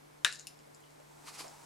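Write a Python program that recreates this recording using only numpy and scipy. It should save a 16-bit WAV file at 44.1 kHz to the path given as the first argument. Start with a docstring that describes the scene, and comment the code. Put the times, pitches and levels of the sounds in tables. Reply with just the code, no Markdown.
"""In a carpeted hallway, a small dog snaps at soap bubbles. Its teeth clack once, hard, and ring the jaw;
lighter clicks and faint wet squeaks of the mouth follow. It turns and trots off with soft footfalls,
coat and paws brushing the carpet. The hard walls answer each click, and a motor's low hum
and a faint hiss fill the room."""
import sys
import numpy as np
from scipy import signal
from scipy.fft import rfft, irfft
from scipy.io import wavfile

SR = 44100
rng = np.random.default_rng(int(sys.argv[2]) if len(sys.argv) > 2 else 0)


def file_out(sig):
    """Save sig as 16-bit WAV at sys.argv[1]."""
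    # one column per channel
    cols = np.atleast_2d(sig).T
    # limit, then scale
    lim = np.clip(cols, -1, 1)
    pcm = np.round(lim * 32767).astype(np.int16)
    wavfile.write(sys.argv[1], SR, pcm)


N = 72765


def amp(db):
    """Turns decibels into a number to multiply by."""
    return 10 ** (np.asarray(db) / 20)


def unit(x):
    """Scales a sound to an average strength (rms) of 1."""
    return x / np.sqrt(np.mean(x ** 2) + 1e-20)


def read(points, hz):
    """Looks up a frequency in a table, gliding between rows on a log scale."""
    f, value = np.transpose(points)
    return np.interp(np.log(hz + 1), np.log(f + 1), value)


def pan(db):
    """Two gains that make the left side db louder than the right."""
    return amp(np.array([[db], [-db]]) / 2)


def add(mix, s, sound):
    """Mixes a sound in, starting at s seconds."""
    part = mix[..., round(s * SR):][..., :sound.shape[-1]]
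    part += sound[..., :part.shape[-1]]


def stereo_noise(size, likeness):
    """Noise whose two sides are partly alike: 1 is the same, 0 unrelated, -1 opposite."""
    left, other = rfft(rng.standard_normal((2, size)))
    alike = np.clip(read(likeness, np.fft.rfftfreq(size, 1 / SR)), -1, 1)
    right = alike * left + np.sqrt(1 - alike ** 2) * other
    return irfft(np.array([left, right]), size)


def tint(noise, colour):
    """Gives noise a colour (its balance of low and high), at strength 1."""
    size = noise.shape[-1]
    gain = amp(read(colour, np.fft.rfftfreq(size, 1 / SR)))
    return unit(irfft(rfft(noise) * gain, size))


def pulse(colour, size=2048):
    """A click of the given colour that starts sharply, then dies away."""
    log_gain = np.log(amp(read(colour, abs(np.fft.fftfreq(size, 1 / SR)))))
    return np.fft.ifft(np.exp(np.conj(signal.hilbert(log_gain)))).real


def band(x, low_hz, high_hz):
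    """Keeps what lies between two frequencies."""
    x = signal.sosfilt(signal.butter(4, low_hz, btype="high", fs=SR, output="sos"), x)
    return signal.sosfilt(signal.butter(5, high_hz, fs=SR, output="sos"), x)


# the tones in the hum: multiple of its pitch, level/dB
HUM_TONES = [(1, -3.5), (2, -17.5), (3, -15), (4, -20), (6, -21), (7, -16.5)]
# colour of the hiss: f/Hz, level/dB
HISS_COLOUR = [(12, -47), (20, -12), (91, -16.5), (123, -10.5), (150, -10.5), (198, -12), (301, -3.5),
               (388, -4.5), (873, -8.5), (1910, -16.5), (2200, -16), (2750, -21.5), (9140, -25.5),
               (13500, -30.5), (16000, -47)]
# how alike the hiss is left and right: f/Hz, likeness
HISS_LIKENESS = [(30, 0.48), (150, 0.3), (400, -0.83), (1000, -0.49), (3000, 0.24), (15000, 0.72)]
def room_tone(hum_hz=148.6, hum_db=-66.5, hiss_db=-58.5):
    """A household motor hums under a faint, steady hiss."""
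    t = np.arange(N) / SR
    hum = sum(amp(db) * np.sin(2 * np.pi * (k * hum_hz * t + rng.random())) for k, db in HUM_TONES)
    hiss = tint(stereo_noise(N, HISS_LIKENESS), HISS_COLOUR)
    return amp(hum_db) * pan(2) * unit(hum) + amp(hiss_db) * pan(.5) * hiss


# how alike sounds in the hall are left and right: f/Hz, likeness
HALL_LIKENESS = [(100, 0.86), (300, 0.52), (640, -0.11), (1400, 0.74), (7000, 0.82), (15000, 0.16)]
# how long the hall takes to fade by 60 dB: f/Hz, fade/s
HALL_FADE = [(200, 0.49), (1100, 0.19), (1680, 0.31), (2200, 0.28), (3000, 0.27), (4000, 0.41),
             (4800, 0.36), (8000, 0.26), (15000, 0.19)]
# echoes off nearby surfaces: delay/s, level/dB
ECHOES = [(.0042, -17.5), (.0121, -22), (.0171, -15), (.0294, -22)]
def hall(x, onset_s=.0029, early_db=3.5, early_s=.014):
    """The walls return a few echoes and a blurred tail, each frequency fading at its own pace."""
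    t = np.arange(SR // 2) / SR
    hz, times, bands = signal.stft(stereo_noise(len(t), HALL_LIKENESS), SR, nperseg=256)
    fade = amp(-60 * times / read(HALL_FADE, hz)[:, None])
    tail = signal.istft(bands * fade, SR, nperseg=256)[1][:, :len(t)]
    tail *= np.clip(t / onset_s, 0, 1)
    tail *= 1 + amp(early_db) * np.exp(-t / early_s)  # extra strong at first
    tail /= np.linalg.norm(tail[0])
    for delay, db in ECHOES:
        add(tail, delay, amp(db) * np.ones((2, 1)))
    return pan(1.5) * signal.fftconvolve(x[None], tail, axes=1)[:, :N]


# loudness of the moving body: t/s, level/dB
RUSTLE_LEVEL = [(0, -96), (.7, -72.5), (1.05, -67.5), (1.25, -59.5), (1.42, -53.5), (1.51, -56),
                (1.56, -58), (1.65, -57)]
# colour of its rustle: f/Hz, level/dB
RUSTLE_COLOUR = [(100, -17), (300, -9.5), (620, -8.5), (890, 1), (1200, -10), (3000, -18), (8000, -13.5),
                 (15000, -28)]
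def body_rustle():
    """A dull rustle grows as the dog gets moving."""
    level = amp(np.interp(np.arange(N) / SR, *np.transpose(RUSTLE_LEVEL)))
    return level * tint(stereo_noise(N, HALL_LIKENESS), RUSTLE_COLOUR)


def puffs(rows, width_octaves, rise_s=.0019):
    """Short bursts of noise, each gathered around one pitch."""
    out = np.zeros((2, N))
    t = np.arange(SR // 4) / SR
    hz = np.fft.rfftfreq(len(t), 1 / SR) + 1
    for s, db, pitch_hz, fade_s in rows:
        spectrum = rfft(stereo_noise(len(t), HALL_LIKENESS))
        peak = 1 / (1 + (np.log2(hz / pitch_hz) / width_octaves) ** 2)
        burst = unit(irfft(spectrum * peak, len(t)))
        shape = np.minimum(t / rise_s, 1) * np.exp(-np.maximum(t - rise_s, 0) / fade_s)
        add(out, s, amp(db) * burst * shape)
    return out


# paws landing: t/s, level/dB, f/Hz, fade/s
PAWS = [(.672, -56, 560, 0.013), (1.0, -53.5, 574, 0.014), (1.108, -58, 855, .014), (1.245, -58, 355, .01),
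        (1.272, -49.5, 1140, .02), (1.404, -47, 385, 0.0097), (1.405, -47, 960, .012),
        (1.431, -52.5, 240, 0.0071), (1.442, -54, 417, .016), (1.444, -47.5, 697, 0.034)]
def footfalls():
    """Padded feet land in soft puffs with only a vague pitch."""
    return puffs(PAWS, width_octaves=.24)


# strokes over the carpet: t/s near the peak, level/dB, rise/s, fall/s
STROKES = [(1.284, -47, 0.012, .014), (1.352, -51, 0.014, 0.016), (1.397, -43.5, 0.01, 0.016),
           (1.45, -57.5, 0.038, 0.022)]
# colour of the brushing: f/Hz, level/dB
BRUSH_COLOUR = [(60, -45), (200, -26), (500, -15), (900, -11.5), (1300, -2.5), (1700, -8), (2430, -2),
                (3340, -8.5), (4300, -2.5), (4900, -2), (5600, -5), (8000, -7), (11000, -8), (13500, -23),
                (16000, -42)]
def carpet_brushing(grain_db=1.5, hall_db=-11.5):
    """Carpet fibres flick past coat and paws in grainy swells."""
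    t = np.arange(N) / SR
    swells = [amp(db) * 2 / (np.exp((s - t) / rise) + np.exp((t - s) / fall))
              for s, db, rise, fall in STROKES]
    level = np.sqrt(sum(swell ** 2 for swell in swells))
    noise = stereo_noise(N, HALL_LIKENESS)
    grains = noise * amp(grain_db * np.minimum(rng.exponential(1, N), 5))
    out = level * tint(grains, BRUSH_COLOUR)
    return out + amp(hall_db) * hall(out.mean(0))


# squeaks of the lips: t/s, level/dB, f/Hz, fade/s
SQUEAKS = [(.835, -63.5, 3040, .01), (.860, -63, 3060, 0.012)]
def lip_squeaks():
    """Wet lips squeak faintly: noise so narrow it is almost a note."""
    return puffs(SQUEAKS, width_octaves=.094)


# light clicks of teeth and lips: t/s, level/dB, lowest f/Hz, highest f/Hz, left over right/dB
CLICKS = [(.3163, -27, 4000, 8900, 3), (0.3256, -21, 3350, 9200, 9), (0.3307, -33, 4000, 9600, -1),
          (0.3349, -25.5, 3450, 9100, -6), (0.348, -32.5, 4470, 10100, 12), (0.3571, -27.5, 4050, 9000, 7),
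          (0.3916, -33, 4000, 8040, 12), (.3960, -23.5, 4130, 8400, 6.5), (0.4087, -32.5, 4550, 8300, 0),
          (.4701, -19, 3360, 12500, 5.5), (0.4744, -29.5, 3500, 15300, 6), (.5910, -39, 2800, 8200, 7),
          (.7475, -33.5, 7000, 7700, 5), (.805, -43, 7000, 13000, -1), (0.9066, -46.5, 6500, 8500, 12),
          (1.001, -44, 2500, 11100, -1), (1.481, -30, 6000, 8700, -7)]
# colour of the half-open mouth: f/Hz, level/dB
MOUTH_COLOUR = [(300, -18), (2200, 3), (2850, 5.5), (3400, -9.5), (4300, -1.5), (5200, 2.5), (6100, -7),
                (7150, 3), (8400, -4.5), (9400, -0.5), (10300, -5), (11700, -3), (16000, -14)]
def mouth_clicks(grit=.23, fade_s=.00081, hall_db=-3):
    """Each click is a tiny gritty slip, coloured by the mouth."""
    out = np.zeros((2, N))
    t = np.arange(256) / SR
    for s, db, low_hz, high_hz, side_db in CLICKS:
        slip = grit * rng.standard_normal(len(t)) * np.exp(-t / fade_s)
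        slip[0] += 1  # the sharp start
        click = band(np.convolve(slip, pulse(MOUTH_COLOUR)), low_hz, high_hz)
        add(out, s, amp(db) * pan(side_db) * click / np.linalg.norm(click))
    return out + amp(hall_db) * hall(out.mean(0))


# a bright touch of the tooth tips, then the full bite: t/s, level/dB, lowest f/Hz, highest f/Hz
CONTACTS = [(.2474, -1.5, 5000, 10470), (.2480, 1, 1393, 4300)]
# ringing tones of teeth and jaw: f/Hz, level/dB, time to fade by 60 dB/s
JAW_TONES = [(1680, -11.5, 0.0059), (3130, -15.5, .006), (3710, -8.5, 0.0068), (5520, -13, .003),
             (6960, -8, 0.002), (9220, -12, .0035), (10730, -19.5, 0.0044)]
# colour of the snap as it spreads into the hall: f/Hz, level/dB
SNAP_COLOUR = [(100, -34), (330, -28), (560, -10.5), (800, -12.5), (1150, -5), (1450, 1), (1720, 6.5),
               (2050, -4.5), (2400, -4.5), (2750, -1.5), (3300, -9), (3950, -1), (4400, -10.5),
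               (7000, -11.5), (9700, -13.5), (11500, -23), (16000, -36.5)]
def teeth_snap(direct_db=-1.5, side_db=6, hall_db=9.5):
    """The teeth meet twice, under a millisecond apart; the jaw rings and the hall answers."""
    t = np.arange(2048) / SR
    ring = sum(amp(db - 60 * t / fade_s) * np.sin(2 * np.pi * hz * t) for hz, db, fade_s in JAW_TONES)
    direct, spread = np.zeros((2, N))
    for s, db, low_hz, high_hz in CONTACTS:
        add(direct, s, amp(db) * band(ring, low_hz, high_hz))
    bite_s = CONTACTS[-1][0]
    add(spread, bite_s, amp(hall_db) * pulse(SNAP_COLOUR))
    return amp(direct_db) * pan(side_db) * direct + hall(spread)


def scene():
    """The dog in its hallway."""
    mouth = teeth_snap() + mouth_clicks() + lip_squeaks()
    movement = carpet_brushing() + body_rustle() + footfalls()
    return mouth + movement + room_tone()


def record(dry):
    """Cuts away the very highest treble, above 16200 Hz."""
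    treble_cut = signal.firwin(255, 16200, window=("kaiser", 8), fs=SR)
    return signal.oaconvolve(dry, treble_cut[None], "same")


dry = scene()
out = record(dry)
file_out(out)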